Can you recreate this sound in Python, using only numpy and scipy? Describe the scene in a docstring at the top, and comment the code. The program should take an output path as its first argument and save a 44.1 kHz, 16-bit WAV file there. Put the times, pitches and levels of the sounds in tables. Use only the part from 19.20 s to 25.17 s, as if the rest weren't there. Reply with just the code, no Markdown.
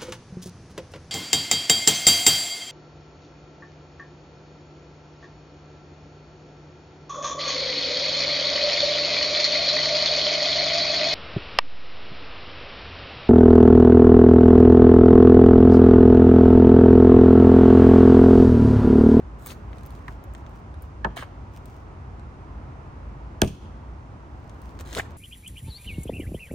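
"""Seating a car window

Outdoors, two microphones just right of the work, with low traffic on a distant road. Masking tape
crackles and rips off its roll, gloves brush, and the roll knocks on the glass. A palm blow snaps the pane
into its lock: bending waves arrive treble first, the suction-cup holder on it buzzes, the body panel
booms. The yard answers faintly and the recorder ducks after the snap."""
import sys
import numpy as np
from scipy import signal
from scipy.fft import rfft, irfft, next_fast_len
from scipy.io import wavfile
from scipy.ndimage import uniform_filter1d, minimum_filter1d, map_coordinates

SR = 44100
rng = np.random.default_rng(int(sys.argv[2]) if len(sys.argv) > 2 else 0)


def transcribe(signal):
    """Save signal, clipped to [-1, 1], as a 16-bit WAV file at the path in sys.argv[1]."""
    frames = np.atleast_2d(signal).T
    limited = np.clip(frames, -1, 1)
    pcm = np.round(limited * 32767).astype(np.int16)
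    wavfile.write(sys.argv[1], SR, pcm)


N = 263277
SIZE = 32768  # samples in one short sound
T, HZ = np.arange(SIZE) / SR, np.fft.rfftfreq(SIZE, 1 / SR)
PAD = SR // 100  # samples of silence before a tape sound


def amp(db):
    """Decibels to gain."""
    return 10 ** (np.asarray(db) / 20)


def unit(x):
    """Scale to rms 1."""
    return x / np.sqrt(np.mean(x ** 2) + 1e-20)


def along(points, hz):
    """Read (freq_hz, value) points on a log frequency axis."""
    freqs, values = np.transpose(points)
    return np.interp(np.log(hz + 1), np.log(freqs + 1), values)


def wobble(rate):
    """A smooth random curve, rate knots a second."""
    return map_coordinates(rng.standard_normal(int(N * rate / SR) + 4), [np.arange(N) * rate / SR])


def filtered(x, response):
    """Filter x by a complex response of frequency."""
    size = next_fast_len(x.shape[-1] + SR // 4)
    return irfft(rfft(x, size) * response(np.fft.rfftfreq(size, 1 / SR)), size)[..., :x.shape[-1]]


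def add(track, start_s, sound):
    """Mix a sound into the track."""
    part = track[..., round(start_s * SR):][..., :sound.shape[-1]]
    part += sound[..., :part.shape[-1]]


# How alike the open air is at the two microphones: freq_hz, correlation
LIKENESS = [(60, .995), (130, .96), (290, .8), (640, .47), (1410, .3), (3100, .25), (15000, .1)]
def diffuse(pair):
    """Two unrelated signals as a field from all sides: alike in the bass, unrelated in the treble."""
    turn = lambda hz: np.arccos(np.clip(along(LIKENESS, hz), -1, 1)) / 2
    mid, side = filtered(pair, lambda hz: np.array([np.cos(turn(hz)), np.sin(turn(hz))]))
    return np.array([mid + side, mid - side])


def tail(decay):
    """A stereo cloud of reflections, dying away by the (freq_hz, t60_s) points in decay."""
    hz, t, spectra = signal.stft(diffuse(rng.standard_normal((2, SIZE))), SR, nperseg=256)
    fade = 10 ** (-3 * t / along(decay, hz)[:, None])
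    cloud = signal.istft(spectra * fade, SR, nperseg=256)[1][:, :SIZE]
    return unit(cloud) / np.sqrt(SIZE)


# Balance of the work, close on the left: freq_hz, left_minus_right_db
WORK_BALANCE = [(120, -0.5), (550, 2), (850, 6), (1200, 9), (1700, -7.5), (2400, 0), (3400, 8.5), (5000, 3),
                (7000, 5), (10000, -2.5)]
# Phase between the microphones for sound from the left: freq_hz, left_lead_rad
LEFT_LEAD = [(60, .05), (200, .25), (400, .5), (650, .7), (900, .9), (1150, 1.8), (1450, 3), (1700, 2.6),
             (1950, .7), (2300, -.1), (2800, .9), (3400, 1), (4800, .2), (6000, 1), (7000, .9), (8000, 0),
             (10200, -2), (14500, -.1)]
def from_left(x, balance=WORK_BALANCE, lead=LEFT_LEAD, peak_hz=1660, width_hz=140, peak_db=4):
    """A close source is mostly earlier and louder at the left microphone; the right has a narrow peak."""
    half = lambda hz: (np.log(amp(along(balance, hz))) + 1j * along(lead, hz)) / 2
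    pair = lambda hz: np.exp([half(hz), -half(hz)]) / np.sqrt(np.cosh(2 * half(hz).real))
    peak = lambda hz: 1 + np.outer([0, 1], amp(peak_db) / (1 + (2 * (hz - peak_hz) / width_hz) ** 2))
    return filtered(x, lambda hz: pair(hz) * peak(hz))


# Balance of the distant road: freq_hz, left_minus_right_db
ROAD_BALANCE = [(60, -.3), (110, 0), (200, -.5), (380, 1), (700, 1.5), (1290, -3), (2380, -4), (4400, 2),
                (8120, 2.0), (15000, -2)]
def rush(spectrum):
    """Outdoor noise of rms 1, reaching the left microphone first."""
    noise = diffuse(rng.standard_normal((2, N)))
    split = lambda points, hz: np.outer([1 / 2, -1 / 2], along(points, hz))
    gain = lambda hz: amp(along(spectrum, hz) + split(ROAD_BALANCE, hz))
    return unit(filtered(noise, lambda hz: gain(hz) * np.exp(1j * split(LEFT_LEAD, hz))))


# Swell of the distant road: time_s, relative_db
ROAD_SWELL = [(0.0, -53.5), (0.53, -51.5), (1.71, -53.5), (2.04, -52.5), (2.38, -53), (3.81, -51.5),
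              (4.42, -53), (5.01, -53), (5.97, -52)]
# Spectra of engines, tyres and hiss, heard from the yard: freq_hz, gain_db
ENGINES = [(20, -24.5), (32, -20), (42, -15), (52, 11), (68, 5.5), (95, 4), (112, -2), (135, -1.5),
           (165, -9), (240, -11), (400, -53.5)]
TYRES = [(120, -5.5), (300, 0.5), (480, -6), (700, -5.5), (950, -4.5), (1300, -8.5), (1850, -18),
         (2700, -24), (4000, -41), (8000, -48)]
AIR_HISS = [(1500, -3.5), (3200, 6), (6500, 0.5), (9000, -4), (12000, -22), (16000, -19.5)]
def traffic():
    """Engines rumble, tyres rush on a distant road, and a thin hiss lies on top."""
    swell_db = np.interp(np.arange(N) / SR, *np.transpose(ROAD_SWELL))
    engines = amp(-39.5 + 0.38 * (swell_db - swell_db.mean())) * rush(ENGINES)  # follow the swell in part
    tyres = amp(5.5 + swell_db + 0.31 * wobble(3.75)) * rush(TYRES)
    return engines + tyres + amp(-69.5) * rush(AIR_HISS)


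def slips(size, per_second, uneven_db):
    """Tiny contacts letting go at random moments with uneven strength, rms 1."""
    breaks = rng.random(size) < per_second / SR
    return unit(breaks * rng.choice([-1, 1], size) * amp(uneven_db * rng.standard_normal(size)))


# Colour of the strip and its roll: freq_hz, gain_db
TAPE_SPECTRUM = [(100, -1), (300, 1), (500, 1), (800, -6.5), (1200, -4.5), (1650, 0), (2300, -7),
                 (2750, -7), (3250, -7), (4200, -6.5), (5200, -14), (7000, -9.5), (10000, -9), (16000, -8)]
def tape_colour(x, tilt_db):
    """The strip and its roll colour each slip; a tauter strip is brighter."""
    gain = lambda hz: amp(along(TAPE_SPECTRUM, hz) + tilt_db * np.log2(np.maximum(hz, 1800) / 3000))
    return filtered(x, lambda hz: gain(hz) / np.sqrt(np.mean(gain(hz) ** 2)))


def peel(length_s, first_db, last_db, tilt_db, rasp_hz=104.4, rasp_db=7, release_t60_s=0.085):
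    """Glue sticks and slips in uneven rasping pulses while the hand pulls, then dies away."""
    release_db = 60 * np.maximum(T - length_s, 0) / release_t60_s
    pull = amp(np.interp(T, [0, length_s], [first_db, last_db]) - release_db)
    cycle = np.cumsum(rasp_hz * np.exp(0.18 * wobble(rasp_hz)[:SIZE])) / SR % 1
    shower = pull * unit(amp(-rasp_db * cycle) * slips(SIZE, per_second=7000, uneven_db=4.5))
    return tape_colour(np.pad(shower, (PAD, 0)), tilt_db)


def jerk(centre_hz, octaves, db, t60_s):
    """A patch of glue gives way at once: a short crunch, its colour set by the free length of strip."""
    fade = amp(-60 * T[:SIZE // 4] / t60_s)
    band = lambda hz: np.exp(-(np.log2((hz + 1) / centre_hz) / octaves) ** 2 / 2)
    crunch = filtered(np.pad(fade * rng.standard_normal(len(fade)), (PAD, 0)), band)
    return amp(db) * crunch * np.linalg.norm(fade) / np.linalg.norm(crunch)


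def tick(db, tilt_db, t60_s=0.0017):
    """One hard slip of the tape: a very short burst of noise."""
    burst = amp(-60 * T / t60_s) * rng.standard_normal(SIZE)
    burst *= amp(db + 22) / np.linalg.norm(burst)
    return tape_colour(np.pad(burst[:SIZE // 8], (PAD, 0)), tilt_db)


# Pulls off the roll: start_s, end_s, first_relative_db, last_relative_db, tilt_db_per_octave
TAPE_PULLS = [(0.186, 0.26, -52, -42, 6), (0.26, 0.319, -38.5, -34.5, 2.5), (1.96, 1.967, -45, -32, 0.5),
              (1.982, 2.028, -36, -40, -2.5), (5.597, 5.606, -42, -41, 0), (5.651, 5.754, -49, -38, 0),
              (5.757, 5.794, -32, -27.5, 0)]
# The taut strip jerking free: start_s, centre_hz, width_octaves, relative_db, t60_s
TAPE_JERKS = [(.261, 1050, 0.67, -34, 0.028), (.269, 1000, .6, -36.5, 0.042),
              (.3035, 1200, 1.04, -33.5, 0.033), (0.318, 650, 1.4, -30.5, 0.022),
              (1.968, 850, 1.01, -23.5, 0.029), (1.975, 1500, 0.88, -27, 0.02),
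              (1.9895, 1300, .7, -32, 0.033), (2.0245, 1150, 0.77, -28, 0.053),
              (5.7667, 450, 0.95, -25.5, 0.046), (5.7826, 1280, 0.61, -20.5, 0.028),
              (5.7855, 480, 0.97, -19.5, .018), (5.7969, 1900, .32, -14, 0.016),
              (5.797, 450, 1.05, -22, .025), (5.8015, 2200, .35, -27, .02)]
# Sticky ticks and small contacts: start_s, relative_db, tilt_db_per_octave
TAPE_TICKS = [(0.2614, -17, 14), (0.27, -15, 18), (.531, -41.5, -8), (0.584, -41, -4), (0.634, -41, 2.5),
              (0.663, -25, 14), (0.706, -38.5, 5), (0.752, -48, 2), (1.0399, -34, 7), (1.137, -37, 12),
              (1.15, -40, -1.5), (1.265, -43, -4), (1.294, -47, 8), (1.31, -52, 6), (1.542, -46, -4),
              (1.6228, -25.5, 20), (2.457, -30.5, 11.5), (2.996, -48, -4.5), (4.35, -43, -3.5),
              (5.296, -43.5, -2.5), (5.418, -40.5, 7), (5.493, -44, -3), (5.591, -40, -1), (5.609, -32, 1),
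              (5.674, -42, -1), (5.7, -41, -5), (5.7295, -32.5, 0), (5.737, -32.5, -1),
              (5.7501, -25.5, 0.5), (5.7733, -25, -4)]
# Balance of the tape, handled further left: freq_hz, left_minus_right_db
TAPE_BALANCE = [(200, -2), (750, 10), (1150, 4), (1750, -7), (2500, 2.5), (5000, 7), (8000, -0.5)]
# Its phase between the microphones: freq_hz, left_lead_rad
TAPE_PHASE = [(100, .1), (450, .7), (900, .6), (1400, 1.4), (2150, 1), (2700, 2.8), (3300, 0), (5200, 1.4),
              (8000, 0), (10000, -2), (14000, .2)]
def tape():
    """Tape peels, jerks and ticks close by; the hands move, so the car body scatters each sound anew."""
    sounds = [(start_s, peel(max(end_s - start_s, .005), first_db, last_db, tilt_db))
              for start_s, end_s, first_db, last_db, tilt_db in TAPE_PULLS]
    sounds += [(start_s, jerk(hz, octaves, db, t60_s)) for start_s, hz, octaves, db, t60_s in TAPE_JERKS]
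    sounds += [(start_s, tick(db, tilt_db)) for start_s, db, tilt_db in TAPE_TICKS]
    direct, scattered = np.zeros(N), np.zeros((2, N))
    for start_s, sound in sounds:
        reflections = tail([(500, 0.026), (10000, 0.041)])[:, :SIZE // 8]
        add(direct, start_s - PAD / SR, sound)
        add(scattered, start_s - PAD / SR, signal.fftconvolve(sound[None], reflections, axes=1))
    return amp(-5) * from_left(direct, TAPE_BALANCE, TAPE_PHASE, peak_db=-14) + amp(-6) * scattered


# Knitted gloves brushing tape and glass: middle_s, half_length_s, level_db
GLOVE_STROKES = [(0.686, 0.18, -56.5), (0.915, 0.032, -55), (1.183, 0.029, -58), (1.36, 0.044, -60),
                 (1.634, 0.029, -59), (2.363, 0.026, -50), (2.528, 0.078, -57), (5.455, 0.02, -60.5),
                 (5.493, 0.27, -60.5), (5.909, 0.012, -55.5)]
# Colour of the knit: freq_hz, gain_db
GLOVE_SPECTRUM = [(1000, -10), (2400, 9.5), (4000, 1.5), (7000, 4), (10000, 2), (16000, 10.5)]
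def gloves(catch_db=2.2, catch_hz=35):
    """Each brush swells and fades: fibres catch unevenly, and single ones crackle off the sticky tape."""
    t = np.arange(N) / SR
    strokes = sum(amp(db) * np.exp(-((t - middle_s) / half_s) ** 2)
                  for middle_s, half_s, db in GLOVE_STROKES)
    fibres = np.array([slips(N, per_second=2100, uneven_db=-1) for microphone in range(2)])
    catching = unit(amp(catch_db * wobble(catch_hz)) * fibres)
    crackle = amp(-2) * slips(N, per_second=120, uneven_db=4.5)
    return strokes * unit(filtered(catching + crackle, lambda hz: amp(along(GLOVE_SPECTRUM, hz))))


# Paths through the glass, straight and by way of its edges: length_ratio, gain_db
WAVE_PATHS = [(0.997, 10), (1.45, -22.5), (2.2, -6)]
# Modes of the pane in its seal: pitch_hz, gain_db, t60_s
PANE_MODES = [(33, -1, .15), (48.4, 2, .16), (87, 8, .22), (204, 7, .17), (284, -2, .25), (320, -9, .3),
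              (373, 1.5, .13), (442, 8, .14), (555, -1, .19), (636, 2.5, .11), (670, -2, .16),
              (897, 0, .045), (1172, 4, .1), (1300, 3.5, .05), (1545, -5, .05), (1735, -6, .032)]
# Decay of reflections from the pane's edges: freq_hz, t60_s
EDGE_DECAY = [(100, 0.26), (400, 0.088), (1000, 0.099), (1800, .045), (3000, 0.027), (9000, 0.019),
              (15000, 0.017)]
def blow(force, spread, level_db, ring_db, edges_db):
    """A blow rings the pane; bending waves lag by spread * path / sqrt(hz) seconds, a falling chirp."""
    travel = sum(amp(db) * np.exp(-4j * np.pi * spread * path * np.sqrt(HZ)) for path, db in WAVE_PATHS)
    wave = amp(level_db) * unit(irfft(amp(along(force, HZ)) * travel)) * (T < T[-1] / 2)
    ring = np.zeros(SIZE)
    for hz, db, t60_s in PANE_MODES:
        damping = np.log(1000) / t60_s
        ring += amp(db + ring_db) * 2 * damping / SR * np.exp(-damping * T) * np.cos(2 * np.pi * hz * T)
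    direct = wave + signal.fftconvolve(wave, ring)[:SIZE]
    scattered = amp(edges_db) * signal.fftconvolve(wave[None], tail(EDGE_DECAY), axes=1)[:, :SIZE]
    return np.vstack([direct, scattered])


# Force spectra of the blows on the glass: freq_hz, gain_db
LIGHT_TAP = [(100, -18), (600, -32), (1100, 5), (2000, 2), (2800, -29), (4300, -8), (8000, -28),
             (16000, -14)]
ROLL_KNOCK = [(40, -14), (110, -4), (250, -3.5), (440, -3), (620, -6), (900, 1), (1350, -4.5), (1720, 2.5),
              (1950, -16), (2400, -11.5), (3300, -16.5), (4800, -28), (9000, -39.5), (16000, -39)]
SOFT_BUMP = [(25, -12.5), (85, 2), (200, -5.5), (500, -2.5), (1500, -26.5), (3300, -27), (4200, -42),
             (8000, -48.5)]
LOCK_SNAP = [(20, -7), (60, -1), (170, 3), (350, 6.5), (480, -6.5), (640, -4.5), (850, -7), (1150, -21),
             (1540, -3.5), (2000, -23.5), (2600, -9), (3300, -6.5), (3750, -17), (4300, -13.5), (5000, -16),
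             (6500, -10), (8000, -21.5), (10000, -9), (16000, -16.5)]
def window():
    """A light tap; the tape roll knocks and settles; the pane snaps into its lock and bumps the seal."""
    glass = np.zeros((3, N))  # direct, scattered left, scattered right
    add(glass, .8815, blow(LIGHT_TAP, spread=0.0087, level_db=-64, ring_db=-3, edges_db=6))
    add(glass, 1.8447, blow(ROLL_KNOCK, spread=0.14, level_db=-46, ring_db=3.5, edges_db=1.5))
    add(glass, 1.8685, blow(SOFT_BUMP, spread=0.0364, level_db=-67, ring_db=-19, edges_db=-1))
    add(glass, 4.2164, blow(LOCK_SNAP, spread=0.13, level_db=-27, ring_db=0.5, edges_db=-11.5))
    add(glass, 4.2339, blow(SOFT_BUMP, spread=0.049, level_db=-38.5, ring_db=-1, edges_db=-5))
    return from_left(glass[0]) + glass[1:]


# Resonances of the holder's pump barrel: centre_hz, width_hz, gain_db
BARREL_MODES = [(2680, 500, 2), (3250, 450, -9), (8840, 900, 0), (13300, 1600, -5)]
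# Its buzzes, close on the left: start_s, level_db, rise_s, t60_s
BARREL_BUZZES = [(4.229, -31.5, .003, 0.19), (4.268, -33.5, 0.0175, 0.076)]
def pump_barrel():
    """The holder's metal pump buzzes in its seat after the snap, and again as the holder swings back."""
    body = lambda hz: sum(amp(db) * 1j * hz * width / (centre ** 2 - hz ** 2 + 1j * hz * width)
                          for centre, width, db in BARREL_MODES)
    track = np.zeros(N)
    for start_s, db, rise_s, t60_s in BARREL_BUZZES:
        buzz = unit(filtered(slips(SIZE, per_second=810, uneven_db=4.5), body))
        add(track, start_s, amp(db - 60 * T / t60_s) * (1 - np.exp(-T / rise_s)) * buzz)
    return from_left(track)


# Modes of the sheet metal around the window: pitch_hz, level_db, t60_s
PANEL_MODES = [(133, -24.5, .36), (174, -24, .38), (207, -16.5, .12), (441, -26, .16)]
def body_panel(start_s=4.2325, rise_s=0.0017):
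    """The seated pane shakes the panel into a boom; its low modes beat against each other."""
    ring = sum(amp(db - 60 * T / t60_s) * np.sin(2 * np.pi * hz * T) for hz, db, t60_s in PANEL_MODES)
    track = np.zeros(N)
    add(track, start_s, ring * (1 - np.exp(-T / rise_s)))
    return from_left(track)


# Decay of the yard around the microphones: freq_hz, t60_s
YARD_DECAY = [(150, 0.96), (1000, 0.045), (3000, 0.726), (12000, 0.44)]
def yard(x, near_db, wall_db, wall_delay_s):
    """Nearby cars answer at once, a far wall a little later."""
    answer = amp(near_db) * tail(YARD_DECAY)
    add(answer, wall_delay_s, amp(wall_db) * tail([(300, 0.052), (3000, 0.059), (12000, 0.092)]))
    return signal.fftconvolve(x.mean(axis=0)[None], answer, axes=1)[:, :N]


def scene():
    """Work at the window close by, the yard around it, traffic in the distance."""
    work = window() + body_panel() + pump_barrel() + tape() + gloves()
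    return work + yard(work, near_db=-20, wall_db=-23.5, wall_delay_s=0.057) + traffic()


def limiter(x, ceiling_db, hold_s):
    """The recorder's gain drops just before a peak, is held, and glides back."""
    safe_gain = np.minimum(1, amp(ceiling_db) / (np.abs(x).max(axis=0) + 1e-9))
    hold, glide = 2 * int(hold_s * SR / 2) + 1, SR // 50
    held = minimum_filter1d(safe_gain, hold, origin=hold // 2)
    return x * uniform_filter1d(minimum_filter1d(held, glide), glide)


# Treble response of the phone's microphones: freq_hz, gain_db
MIC_RESPONSE = [(6500, 0), (7700, -5), (8800, -3), (10200, -6.5), (11300, -30.5), (12700, -9), (16000, -13)]
def record(dry, top_hz=15900):
    """The phone colours the treble, limits the loudest peak and rolls off steeply at its band limit."""
    coloured = filtered(dry, lambda hz: amp(along(MIC_RESPONSE, hz)))
    limited = limiter(coloured, ceiling_db=-4, hold_s=0.18)
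    return signal.sosfilt(signal.butter(14, top_hz, fs=SR, output="sos"), limited)


dry = scene()
out = record(dry)
transcribe(out)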